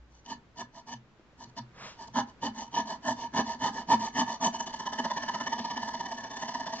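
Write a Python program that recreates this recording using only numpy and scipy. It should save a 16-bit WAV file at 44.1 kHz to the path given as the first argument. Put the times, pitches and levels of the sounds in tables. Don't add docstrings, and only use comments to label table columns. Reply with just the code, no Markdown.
import sys
import numpy as np
from scipy import signal
from scipy.fft import rfft, irfft, next_fast_len
from scipy.io import wavfile

SR = 44100
rng = np.random.default_rng(int(sys.argv[2]) if len(sys.argv) > 2 else 0)


def file_out(sig):
    cols = np.atleast_2d(sig).T
    lim = np.clip(cols, -1, 1)
    pcm = np.round(lim * 32767).astype(np.int16)
    wavfile.write(sys.argv[1], SR, pcm)


N = 299880
T = np.arange(N) / SR

# time in seconds, air in dB, hum in dB.
WORKSHOP = [(0, -63, -61), (.4, -61, -67.5), (.9, -62.5, -75), (2, -58, -70), (6.8, -58.5, -72)]
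# frequency in Hz, density in dB per Hz.
AIR = [(20, -19), (50, -22.5), (120, -14.5), (350, -21), (700, -27), (1500, -28.5), (3700, -38),
       (7800, -46)]
# frequency in Hz, left-right likeness from 0 to 1.
AIR_LIKENESS = [(60, 0.89), (1000, 0.72), (2000, .05)]
HUM_HZ = 59.5

# full speed in seconds, length in seconds, bite in dB.
SLOW_CUTS = [(0.267, 0.036, -51), (0.314, 0.069, -36), (0.602, 0.064, -36.5), (0.892, 0.046, -42),
             (0.928, 0.042, -36.5), (1.426, 0.075, -45.5), (1.494, 0.023, -57), (1.584, 0.035, -34),
             (2.08, 0.016, -42), (2.187, 0.071, -23.5), (2.458, 0.066, -26), (2.674, 0.037, -57),
             (2.784, 0.095, -27.5), (3.094, 0.099, -27.5), (3.386, 0.081, -22.5), (3.659, 0.095, -23),
             (3.926, 0.075, -22), (4.196, 0.088, -22), (4.455, 0.079, -22.5)]
# full speed in seconds, length in seconds, bite in dB.
SLOW_BACKS = [(0.159, 0.12, -64.5), (0.775, 0.081, -47), (2.021, 0.086, -42), (2.29, 0.056, -54.5),
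              (2.606, 0.12, -37), (2.912, 0.11, -34.5), (3.221, 0.11, -34.5), (3.504, 0.11, -33),
              (3.779, 0.11, -33), (4.045, 0.11, -31), (4.314, 0.11, -33), (4.553, 0.06, -34)]
# full speed in seconds, bite in dB.
QUICK_CUTS = [(4.606, -30), (4.676, -31.5), (4.742, -32.5), (4.804, -33), (4.871, -27.5), (4.936, -30),
              (4.996, -26.5), (5.054, -25.5), (5.115, -28), (5.177, -26.5), (5.235, -27.5), (5.293, -28.5),
              (5.352, -27), (5.414, -28.5), (5.475, -27), (5.534, -26.5), (5.594, -27), (5.656, -30.5),
              (5.714, -28.5), (5.776, -28.5), (5.832, -32), (5.888, -32), (5.947, -30.5), (6.008, -31),
              (6.064, -33), (6.123, -32), (6.184, -36.5), (6.245, -35), (6.314, -35.5), (6.373, -34),
              (6.429, -31.5), (6.491, -31.5), (6.552, -30.5), (6.608, -32.5), (6.673, -31), (6.736, -33),
              (6.793, -37.5)]
# time in seconds, bite in dB.
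RETURNS = [(4.6, -40), (5.3, -38.5), (6.25, -40.5), (6.8, -38.5)]
QUICK_LENGTH_S, RETURN_LAG_S, RETURN_HALF_S = 0.028, 0.024, 0.02
CUT_RISE_SHARE, BACK_RISE_SHARE, QUICK_RISE_SHARE = 0.58, 0.53, 0.66
CUT_SHAKE_DB, BACK_SHAKE_DB, QUICK_SHAKE_DB = -9, -12.5, -11.5
RETURN_SHAKE_DB, RETURN_RASP_DB = -13, -8
RASP_DB, RASP_AT_BITE_DB, RASP_FOLLOWS = -38, -29, 0.74
# dB lost at the stroke's ends, powers before and after
EDGE_DB, CATCH_POWER, RELEASE_POWER = [13, 7.5, 15.5], [2.9, 4.7, 2.18], [2.8, 1.4, 2.6]

# frequency in Hz, width in Hz, relative level in dB.
BOWL = [(371, 67, -22), (540, 135, -24.5), (662.4, 37, -10.5), (804, 19, -11), (871, 61.3, -9),
        (933.2, 47.7, -1), (1001.5, 69, -8.5), (1076, 86.5, -17), (1235, 32, -22.5), (1740.3, 63, -12),
        (1890, 156, -22), (2173, 200, -32)]
# frequency in Hz, width in
# Hz, relative level in dB.
LATHE_BED = [(124, 12.5, -18), (75, 2.4, -17.5), (187.6, 46, -12), (221, 6, -2), (240.5, 17.3, -2),
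             (287.6, 44, -10.5)]
# frequency in Hz, width in Hz,
# relative level in dB.
BLADE = [(2990, 83.4, -4.5), (3214, 390, -19), (3570, 97, -9), (3610, 500, -19.5), (4480, 550, -12),
         (5650, 650, -14), (5990, 420, -9), (7600, 610, -16), (7630, 480, -20.5)]
# time in seconds, dB gained by the upper bowl modes, by the top blade modes,
# by the slot ring.
KERF = [(1.6, -1.5, 0, -11), (2.6, -1, -0.5, -6), (4.5, -1, 2.5, -6), (5.4, 2.5, -3.5, 2)]
# time in seconds, click in dB.
TICKS = [(.262, -25.5), (1.57, -29), (2.08, -35)]
# time in seconds, peak of the sway in dB.
JOLTS = [(.325, -59), (.62, -59), (.94, -47.5), (1.46, -55), (1.595, -44.5), (2.09, -50.5)]
MODE_WANDER_DB, WANDER_PER_S = 2.0, 4.66
BED_BASS_CUT_HZ = 97
JOLT_THUMP_DB = 22
BLADE_RING_DB = -13.5
SLOT_RING_DB = -8.5
FRAME_DB = -7.5

# time in seconds, frequency in Hz, click in dB.
KNOCKS = [(1.196, 334, -30.5), (1.33, 560, -38)]
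KNOCK_WIDTH_HZ = 60

PALM_S, PALM_RISE_S, PALM_FALL_S = 1.848, 0.09, 0.084
PALM_RUB_DB, PALM_HISS_DB, PALM_RUMBLE_DB = -46.5, -49, -55.5
HISS_LAG_S, HISS_WIDTH_SHARE = 0.016, 0.96

# frequency in Hz, lead in radians.
LEFT_LEAD = [(300, 0), (1120, -.4), (1460, 1.6), (1750, 1.1), (3190, 1.2), (4500, 2.9), (5100, 2.4),
             (8100, 3.6)]
# frequency in Hz, difference in dB.
LEFT_LOUDER = [(310, 0), (910, -2.8), (2680, 0), (4610, 1), (7940, 2.5)]
ROOM_T60_S, ROOM_DB, WALL_CUT_HZ = 0.32, -5.5, 2900
CUTOFF_HZ = 8600


def amp(db):
    return 10 ** (np.asarray(db) / 20)


def rms_one(x):
    return x / np.sqrt(np.mean(x ** 2) + 1e-20)


def in_time(rows):
    s, *columns = np.transpose(rows)
    return [np.interp(T, s, column) for column in columns]


def at_hz(points, hz):
    p = np.array(points, float)
    return np.interp(np.log(hz + 1), np.log(p[:, 0] + 1), p[:, 1])


def drift(rate):
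    r = np.exp(-2 * np.pi * rate / SR)
    wander = signal.lfilter([1], [1, -2 * r, r * r], rng.standard_normal(N + SR))
    return rms_one(wander[SR:])


def workshop():
    air_db, hum_db = in_time(WORKSHOP)
    hz = np.fft.rfftfreq(N, 1 / SR)
    alike = np.clip(at_hz(AIR_LIKENESS, hz), -1, 1)
    mid, side = rfft(rng.standard_normal((2, N)))
    ports = np.sqrt(1 + alike) * mid + np.sqrt(1 - alike) * side * [[1], [-1]]
    air = irfft(amp(at_hz(AIR, hz)) * ports, N)
    hum = np.sqrt(2) * np.sin(2 * np.pi * HUM_HZ * T) * amp(3.9 * drift(8.5))
    return amp(air_db) * rms_one(air) + amp(hum_db) * hum


def stroke_force():
    strokes = [(s, length, db, CUT_RISE_SHARE, CUT_SHAKE_DB) for s, length, db in SLOW_CUTS]
    strokes += [(s, length, db, BACK_RISE_SHARE, BACK_SHAKE_DB) for s, length, db in SLOW_BACKS]
    strokes += [(s, QUICK_LENGTH_S, db, QUICK_RISE_SHARE, QUICK_SHAKE_DB) for s, db in QUICK_CUTS]
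    rows = []
    for s, length, db, share, shake_db in strokes:
        rasp_db = RASP_DB + RASP_FOLLOWS * (db - RASP_AT_BITE_DB)
        rows.append((s, length * share, length * (1 - share), db, db + shake_db, rasp_db))

    returns_db, = in_time(RETURNS)
    for s, _ in QUICK_CUTS:
        db = returns_db[round(s * SR)]
        rows.append((s + RETURN_LAG_S, RETURN_HALF_S, RETURN_HALF_S,
                     db, db + RETURN_SHAKE_DB, db + RETURN_RASP_DB))

    power = np.zeros((3, N))
    for s, rise, fall, *levels_db in rows:
        near = slice(max(round((s - .2) * SR), 0), round((s + .2) * SR))
        before = T[near] < s
        away = (T[near] - s) / np.where(before, -rise, fall)
        steepness = np.where(before, np.c_[CATCH_POWER], np.c_[RELEASE_POWER])
        shape_db = -np.c_[EDGE_DB] * away ** steepness
        power[:, near] += amp(shape_db + np.array(levels_db)[:, None]) ** 2
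    return np.sqrt(power)


def teeth(slow_per_s, spread_db, slow_grab_db):
    sizes = amp(spread_db * np.minimum(rng.exponential(1, N), 4)) * rng.choice([-1, 1], N)
    quick = T > RETURNS[0][0]
    per_s = slow_per_s * np.where(quick, 2.5, 1)
    grab_db = slow_grab_db * np.where(quick, .4, 1)
    bites = sizes * (rng.random(N) < per_s / SR) * amp(grab_db * drift(83))
    return np.where(quick, bites / np.std(bites[quick]), bites / np.std(bites[~quick]))


def clicks(events):
    out = np.zeros(N)
    out[[round(s * SR) for s, db in events]] = amp(np.array(events)[:, 1])
    return out


def body(force, modes, lift_db=0, above_hz=0, wander_db=0):
    out, power = 0, 0
    for k, (hz, width, level_db) in enumerate(modes):
        r = np.exp(-np.pi * width / SR)
        b = (-1) ** k * amp(level_db) * (1 - r * r) / 2 * np.array([1, 0, -1])
        a = [1, -2 * r * np.cos(2 * np.pi * hz / SR), r * r]
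        gain_db = lift_db * (hz > above_hz)
        if wander_db:
            gain_db = gain_db + wander_db * drift(WANDER_PER_S)
        out = out + signal.lfilter(b, a, force * amp(gain_db) + 1e-18)
        power += amp(level_db) ** 2 * (1 - r * r) / 2
    return out / np.sqrt(power)


def sway():
    swaying = LATHE_BED[:1]
    unit_peak = np.abs(body(body(clicks([(0, 0.0067)]), swaying), swaying)).max()
    return body(body(clicks(JOLTS), swaying), swaying) / unit_peak


def saw():
    bite, shake, rasp = stroke_force()
    bowl_db, top_db, slot_db = in_time(KERF)
    coarse = teeth(slow_per_s=2500, spread_db=2.0, slow_grab_db=2.0)
    fine = teeth(slow_per_s=5900, spread_db=4.0, slow_grab_db=2.5)
    ticks = clicks(TICKS)

    wood = body(bite * coarse + ticks, BOWL, bowl_db, above_hz=1500, wander_db=MODE_WANDER_DB)

    bed = body(shake * coarse + ticks + amp(JOLT_THUMP_DB) * clicks(JOLTS), LATHE_BED)
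    bass_cut = signal.butter(2, BED_BASS_CUT_HZ, "high", fs=SR, output="sos")
    bed = signal.sosfilt(bass_cut, bed) + sway()

    low_drive = amp(BLADE_RING_DB + np.minimum(bowl_db, 0)) * bite * fine
    blade_low = body(low_drive + ticks, BLADE[:4], wander_db=MODE_WANDER_DB)
    blade_top = body(rasp * fine + ticks, BLADE[4:], top_db, above_hz=5400, wander_db=MODE_WANDER_DB)
    slot_drive = amp(SLOT_RING_DB + slot_db) * rasp * rng.standard_normal(N)
    slot_ring = body(slot_drive, [(5680, 220, 0)])

    frame = amp(FRAME_DB) * body(rasp * rng.standard_normal(N), BLADE, top_db, above_hz=6700)
    return wood + bed + blade_low + blade_top + slot_ring, frame


def knocks():
    return sum(body(clicks([(s, db)]), [(hz, KNOCK_WIDTH_HZ, 0)]) for s, hz, db in KNOCKS)


def band(x, low_hz, high_hz):
    return rms_one(signal.sosfilt(signal.butter(2, [low_hz, high_hz], "band", fs=SR, output="sos"), x))


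def swell(s, rise, fall):
    return -12 * ((T - s) / np.where(T < s, rise, fall)) ** 2


def palm():
    slide_db = swell(PALM_S, PALM_RISE_S, PALM_FALL_S)
    hiss_db = swell(PALM_S + HISS_LAG_S, HISS_WIDTH_SHARE * PALM_RISE_S, HISS_WIDTH_SHARE * PALM_FALL_S)
    white = rng.standard_normal((3, N))
    rub = amp(PALM_RUB_DB + slide_db) * band(white[0], 480, 1900)
    hiss = amp(PALM_HISS_DB + hiss_db) * band(white[1], 2200, 6400)
    rumble = amp(PALM_RUMBLE_DB + slide_db) * band(white[2], 130, 200)
    return rub + hiss + rumble


def ports_and_room(x):
    size = next_fast_len(N + SR)
    hz = np.fft.rfftfreq(size, 1 / SR)
    half = amp(at_hz(LEFT_LOUDER, hz) / 2) * np.exp(.5j * at_hz(LEFT_LEAD, hz))
    response = np.array([half, 1 / half])
    t60 = ROOM_T60_S / (1 + hz / WALL_CUT_HZ)
    far_bass = (hz / (hz + 900)) ** 2
    for k, lag in enumerate(rng.uniform(0.016, .04, 16)):
        loop = amp(-60 * lag / t60) * np.exp(-2j * np.pi * hz * lag)
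        echoes = loop / (1 - loop)
        response[k % 2] += amp(ROOM_DB) * (-1) ** (k // 2) * echoes * far_bass
    return irfft(rfft(x, size) * response, size)[:, :N]


def scene():
    cut, frame = saw()
    return workshop() + ports_and_room(cut + knocks() + palm()) + frame


def record(dry):
    soft = signal.sosfilt(signal.butter(6, 7600, fs=SR, output="sos"), dry)
    cut = signal.sosfilt(signal.cheby2(12, 50, CUTOFF_HZ, fs=SR, output="sos"), soft)
    return cut + amp(-103) * rng.standard_normal(dry.shape)


dry = scene()
out = record(dry)
file_out(out)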